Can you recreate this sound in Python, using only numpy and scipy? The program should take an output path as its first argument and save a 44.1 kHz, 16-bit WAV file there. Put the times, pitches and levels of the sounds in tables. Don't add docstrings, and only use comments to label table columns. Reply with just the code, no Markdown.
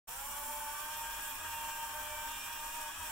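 import sys
import numpy as np
from scipy import signal
from scipy.fft import rfft, irfft
from scipy.io import wavfile

SR = 44100
rng = np.random.default_rng(int(sys.argv[2]) if len(sys.argv) > 2 else 0)


def log_audio(samples):
    frames = np.atleast_2d(samples).T
    limited = np.clip(frames, -1, 1)
    pcm = np.round(limited * 32767).astype(np.int16)
    wavfile.write(sys.argv[1], SR, pcm)


N = 137151
T = np.arange(N) / SR
HZ = np.fft.rfftfreq(N, 1 / SR)

# (t/s, speed/(turns/s))
DRIVE_SPEED = [(.08, 67), (.105, 74), (.18, 82), (.28, 86), (.5, 88.8), (.68, 88.5), (.8, 90.2), (.95, 92),
               (1.08, 91.9), (1.26, 92.7), (1.35, 89.5), (1.43, 94.1), (1.5, 92.1), (1.7, 91.5),
               (1.8, 91.9), (2.05, 90.4), (2.2, 91.3), (2.33, 92.8), (2.52, 93.7), (2.64, 91.3), (2.77, 94),
               (2.87, 90.9), (3, 96.7), (3.1, 90.5)]
# (t/s, speed/(turns/s))
FAN_SPEED = [(0.08, 216.7), (0.2, 235.8), (0.35, 247.5), (0.6, 254.3), (0.82, 258.7), (0.93, 265.0),
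             (1.1, 266.8), (1.2, 270.8), (1.4, 277.0), (1.5, 266.3), (1.68, 263.7), (1.78, 267.3),
             (1.9, 262.2), (2.1, 258.0), (2.25, 261.2), (2.42, 267.5), (2.6, 266.7), (2.72, 274.2),
             (2.95, 278.0), (3.1, 264.2)]
# (t/s, level/dB)
WHINE_LEVEL = [(.08, -64), (.28, -50), (.37, -52.5), (.53, -45.5), (.6, -48.5), (.68, -43.5), (.75, -54),
               (.9, -49.5), (1.1, -45.5), (1.23, -56.5), (1.3, -49), (1.4, -55.5), (1.53, -45.5),
               (1.7, -46), (1.76, -48), (1.84, -42), (1.9, -51), (1.97, -47), (2.04, -52), (2.26, -44.5),
               (2.35, -50.5), (2.42, -64.5), (2.5, -48), (2.58, -54.5), (2.64, -44), (2.7, -52),
               (2.75, -47), (2.87, -45), (2.97, -65), (3.03, -48.5), (3.1, -50)]
# (t/s, level/dB)
GEAR_HUM_LEVEL = [(.08, -70), (.3, -62.5), (.55, -54.5), (1.05, -63), (1.8, -61), (1.92, -56),
                  (2.17, -51.5), (2.36, -75.5), (2.75, -63), (2.88, -55.5), (2.98, -70), (3.1, -60)]
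# (t/s, level/dB)
SIDEBAND_LEVEL = [(.08, -60), (.17, -65), (.3, -52), (.6, -59.5), (.78, -50.5), (.95, -58.5), (2, -56.5),
                  (3.1, -60)]
# (t/s, level/dB)
HIGH_WHINE_LEVEL = [(.08, -80), (.8, -72), (.95, -59), (1.35, -61), (1.58, -54), (1.82, -57), (2, -70),
                    (2.35, -57), (2.7, -60), (3.1, -64)]
# (multiple of shaft rate/1, left level/dB, right level/dB)
DRIVE_ORDERS = [(3.032, -73.5, -75), (6.4, -72.5, -69), (8.91, -69, -66), (11.98, -62, -62),
                (13.42, -62, -65), (16.63, -64, -59.5), (19.76, -95, -62), (27, -63, -68),
                (32.75, -64.5, -66.5), (36, -65.5, -62.5), (39, -72, -64), (60, -66, -80), (84, -75, -83),
                (90, -73, -67)]
# (t/s, level/dB)
NEARNESS = [(.08, -20), (.3, 2.5), (.7, -5.5), (1, 1), (1.55, 1), (1.95, 0), (2.15, 3), (2.45, 4.5),
            (2.75, -3), (3, 3)]
# (t/s, level/dB)
BLADE_LEVEL = [(.08, -73), (.5, -57.5), (.9, -50), (1.3, -47), (1.45, -50.5), (2.1, -50), (2.55, -54),
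               (2.9, -51), (3.1, -54)]
# (t/s, level/dB)
FAN_HUM_LEVEL = [(.08, -75.5), (.5, -63.5), (.85, -85), (1.45, -71.5), (2.1, -79), (2.45, -68),
                 (3.1, -74.5)]
# (t/s, level/dB)
FAN_WHINE_LEVEL = [(.08, -94), (.3, -63), (.7, -60), (1.2, -63), (1.5, -63), (1.7, -59), (1.95, -68),
                   (2.12, -50), (2.3, -62), (2.44, -52.5), (2.6, -58), (3.1, -61)]
# (multiple of shaft rate/1, left level/dB, right level/dB)
FAN_ORDERS = [(4.06, -61.5, -64), (6.93, -71, -74), (11.96, -66.5, -63), (29.5, -63, -64)]
# (f/Hz, left level per Hz/dB, right level per Hz/dB)
SHELL = [(110, -91.5, -92.5), (165, -92.5, -87), (187, -91.5, -92), (278, -100.5, -87.5),
         (372, -92.5, -89.5), (562, -92.5, -91.5), (595, -83, -94), (710, -89.5, -86.5),
         (908, -76.5, -76.5), (1000, -82, -80.5), (1130, -79, -91.5), (1330, -81, -85), (1670, -76.5, -84),
         (1895, -81, -89), (2250, -95, -88), (2290, -83, -81.5), (2850, -86.5, -84.5), (3300, -85, -84.5),
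         (3800, -97, -91.5), (5000, -92, -96.5), (5670, -86.5, -83.5), (6540, -89.5, -96.5),
         (7440, -82.5, -84), (8250, -88.5, -87.5), (9480, -83.5, -87.5), (10920, -94.5, -92.5),
         (13200, -88, -84), (15700, -106, -84.5)]
# (f/Hz, likeness/1)
LIKENESS = [(60, 0.93), (160, 1), (270, 0.26), (450, 0), (740, 0.5), (1220, 1), (2000, 0), (3300, 0),
            (5500, 0.19), (15000, 0.16)]
AIR_RANGES_HZ = [1200, 2700, 8000, 13000]
# (t/s, then one level/dB for each of AIR_RANGES_HZ)
AIR_LEVEL = [(.08, -1.8, -3, 0.48, 0), (.2, -2, -1, 1.3, 2.5), (.36, -0.26, -3.5, 1.5, 3),
             (.8, -1.32, 0.5, 0.1, 1), (1.22, 0.73, 0.5, -0.2, 1), (1.32, -0.75, 1.5, 1.2, 4),
             (1.4, 0.72, -0.5, -1.7, -1), (1.5, 0.78, -0.5, 0.15, 1.5), (2.3, 0, 0, -0.43, 0),
             (2.82, 0.022, 0.5, 0.98, -0.5), (2.97, -0.93, -0.5, -1.5, -5), (3.06, 1.5, 0, 0.77, 1.5)]
# (t/s, level/dB)
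BRIGHT_LEVEL = [(.08, -62), (.3, -53.5), (.7, -51.5), (1, -64), (1.25, -56), (1.6, -69), (3.1, -61)]
# (f/Hz, level per Hz/dB)
RUMBLE = [(5, -95), (14, -71), (25, -83), (36, -79.5), (48, -77), (62, -88), (80, -86), (110, -92),
          (200, -115)]
# (middle t/s, length/s, f/Hz, peak level/dB)
DRONES = [(0.207, 0.14, 48, -59), (0.437, 0.25, 48, -60), (1.1, 0.38, 48, -60), (1.475, 0.34, 83, -59),
          (2.091, 0.98, 81, -64), (3.005, 0.13, 80, -56)]

START_S, RISE_S = 0.072, 0.015
START_WOBBLE, SETTLE_S = 0.03, 0.1
RASP_DB, RASP_HZ, RASP_WIDTH_HZ, RASP_DECAY_S = -56, 703, 38, 0.06
PINION_TEETH, SECOND_MESH, SIDEBAND_ORDER, HIGH_ORDER = 10, 20 / 3, 13, 30
FAN_BLADES, FAN_WHINE_ORDER, WHISTLE_HZ = 6, 9, 7420
UPPER_HZ = 1900
BRIGHT_HZ, BRIGHT_WIDTH_HZ = 9480, 190
EDGE_HZ = 15780


def amp(db):
    return 10 ** (np.asarray(db) / 20)


def evened(x):
    return x / np.sqrt(np.mean(x ** 2) + 1e-20)


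def curve(rows):
    s, *columns = np.transpose(rows)
    return np.squeeze([np.interp(T, s, c) for c in columns])


def colour(rows):
    f, *columns = np.transpose(rows)
    return np.squeeze([np.interp(np.log(HZ + 1), np.log(f + 1), c) for c in columns])


def drift(rate):
    s = np.linspace(0, N / SR, 2048)
    f = np.fft.rfftfreq(len(s), s[1])
    spectrum = rfft(rng.standard_normal(len(s))) / (1 + (f / rate) ** 4)
    return np.interp(T, s, evened(irfft(spectrum)))


def narrow_band(x, centre_hz, width_hz):
    band = np.exp(-0.5 * ((HZ - centre_hz) / width_hz) ** 2)
    return evened(irfft(rfft(x) * band, N))


def turns(speed, wobble, rate):
    shudder = START_WOBBLE * np.exp(-abs(T - START_S) / SETTLE_S) * drift(70)
    turns_per_s = curve(speed) * (1 + shudder + wobble * drift(rate))
    return 2 * np.pi * np.cumsum(turns_per_s) / SR


def fading(angle, scatter, rate):
    in_step = (np.sqrt(2) + scatter * drift(rate)) * np.cos(angle)
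    out_of_step = scatter * drift(rate) * np.sin(angle)
    return (in_step + out_of_step) / np.sqrt(1 + scatter ** 2)


def tone(angle, left_db, right_db, scatter, rate):
    shared = fading(angle, scatter, rate)
    return np.array([amp(db) * evened(shared + 0.81 * fading(angle, scatter, rate))
                     for db in (left_db, right_db)])


def rasp():
    fade = np.exp(-abs(T - START_S) / RASP_DECAY_S)
    return amp(RASP_DB) * fade * narrow_band(rng.standard_normal(N), RASP_HZ, RASP_WIDTH_HZ)


def drive(angle):
    whine = amp(curve(WHINE_LEVEL)) * tone(
        PINION_TEETH * angle, left_db=0.5, right_db=-0.1, scatter=0.53, rate=38)
    hum = amp(curve(GEAR_HUM_LEVEL)) * tone(
        SECOND_MESH * angle, left_db=-6.0, right_db=0.5, scatter=0.66, rate=11)
    side = amp(curve(SIDEBAND_LEVEL)) * tone(
        SIDEBAND_ORDER * angle, left_db=-4, right_db=1.5, scatter=0.86, rate=23)
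    high = amp(curve(HIGH_WHINE_LEVEL)) * tone(
        HIGH_ORDER * angle, left_db=-2, right_db=1, scatter=0.7, rate=15)
    weaker = overtones(angle, DRIVE_SPEED, DRIVE_ORDERS, scatter=2.15, rate=8.8)
    return whine + hum + side + high + weaker


def overtones(angle, speed, orders, scatter, rate):
    f, left_shell, right_shell = np.transpose(SHELL)
    shaft_hz, out = curve(speed), 0
    for k, left, right in orders:
        shell_db = np.interp(k * shaft_hz, f, (left_shell + right_shell) / 2)
        shell_swell = evened(amp(shell_db / 2))
        near_db = curve(NEARNESS) * (k * shaft_hz.mean() > UPPER_HZ)
        out = out + amp(near_db) * shell_swell * tone(k * angle, left, right, scatter, rate)
    return out


def fan(angle):
    blade = amp(curve(BLADE_LEVEL)) * tone(
        FAN_BLADES * angle, left_db=-3, right_db=-6, scatter=0.84, rate=15.4)
    hum = amp(curve(FAN_HUM_LEVEL)) * tone(angle, left_db=-3.5, right_db=-4, scatter=1, rate=15)
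    whine = amp(curve(FAN_WHINE_LEVEL)) * tone(
        FAN_WHINE_ORDER * angle, left_db=-2.5, right_db=-1, scatter=0.61, rate=15)
    whistle = tone(2 * np.pi * WHISTLE_HZ * T, left_db=-62.5, right_db=-65, scatter=1.5, rate=24)
    weaker = overtones(angle, FAN_SPEED, FAN_ORDERS, scatter=1.5, rate=12)
    return blade + hum + whine + whistle + weaker


def brushes(angle, order, rough):
    gaps = np.diff(np.floor(order * angle / (2 * np.pi)), prepend=0)
    ticks = gaps * (1 + rough * rng.standard_normal(N))
    paths = rng.standard_normal((2, SR // 4)) * amp(-60 * T[:SR // 4] / 0.16)
    return evened(signal.fftconvolve((ticks - ticks.mean())[None], paths, axes=1)[:, :N])


def air(drive_angle, fan_angle):
    a, b = rfft(rng.standard_normal((2, N)))
    same = np.clip(colour(LIKENESS), -1, 1)
    rush = np.array([a, same * a + np.sqrt(1 - same ** 2) * b])
    drive_sizzle = amp(-5.5) * brushes(drive_angle, order=3, rough=0.1)
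    fan_sizzle = amp(-5.5) * brushes(fan_angle, order=1, rough=0.16)
    treble = HZ ** 4 / (HZ ** 4 + 1900 ** 4)
    mix = amp(-1.5) * rush + rfft(drive_sizzle + fan_sizzle) * treble
    shelled = mix * amp(colour(SHELL)) * np.sqrt(SR / 2)
    flutter_db = 0.25 * drift(40)
    out = 0
    for pick, db in zip(np.eye(len(AIR_RANGES_HZ)), curve(AIR_LEVEL)):
        part = irfft(shelled * np.interp(HZ, AIR_RANGES_HZ, pick), N)
        out = out + part * amp(db + flutter_db + 0.92 * drift(25))
    return out


def bright_hiss(angle):
    ticks = brushes(angle, order=1, rough=0.086)
    return amp(curve(BRIGHT_LEVEL)) * narrow_band(ticks, BRIGHT_HZ, BRIGHT_WIDTH_HZ)


def wheels():
    out = irfft(rfft(rng.standard_normal(N)) * amp(colour(RUMBLE)), N) * np.sqrt(SR / 2)
    for s, length, hz, db in DRONES:
        swell = amp(db) * np.cos(np.pi * np.clip((T - s) / length, -0.5, 0.5)) ** 2
        out = out + swell * fading(2 * np.pi * hz * T, scatter=0.1, rate=14)
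    return out


def scene():
    drive_angle = turns(DRIVE_SPEED, wobble=0.0015, rate=18)
    fan_angle = turns(FAN_SPEED, wobble=0.003, rate=12)
    motors = rasp() + drive(drive_angle) + fan(fan_angle)
    return motors + air(drive_angle, fan_angle) + bright_hiss(fan_angle) + wheels()


def record(dry):
    opened = dry * np.clip((T - START_S) / RISE_S, 0, 1)
    low_pass = signal.firwin(1023, EDGE_HZ, window=("kaiser", 9), fs=SR)
    return signal.oaconvolve(opened, low_pass[None], "same")


dry = scene()
out = record(dry)
log_audio(out)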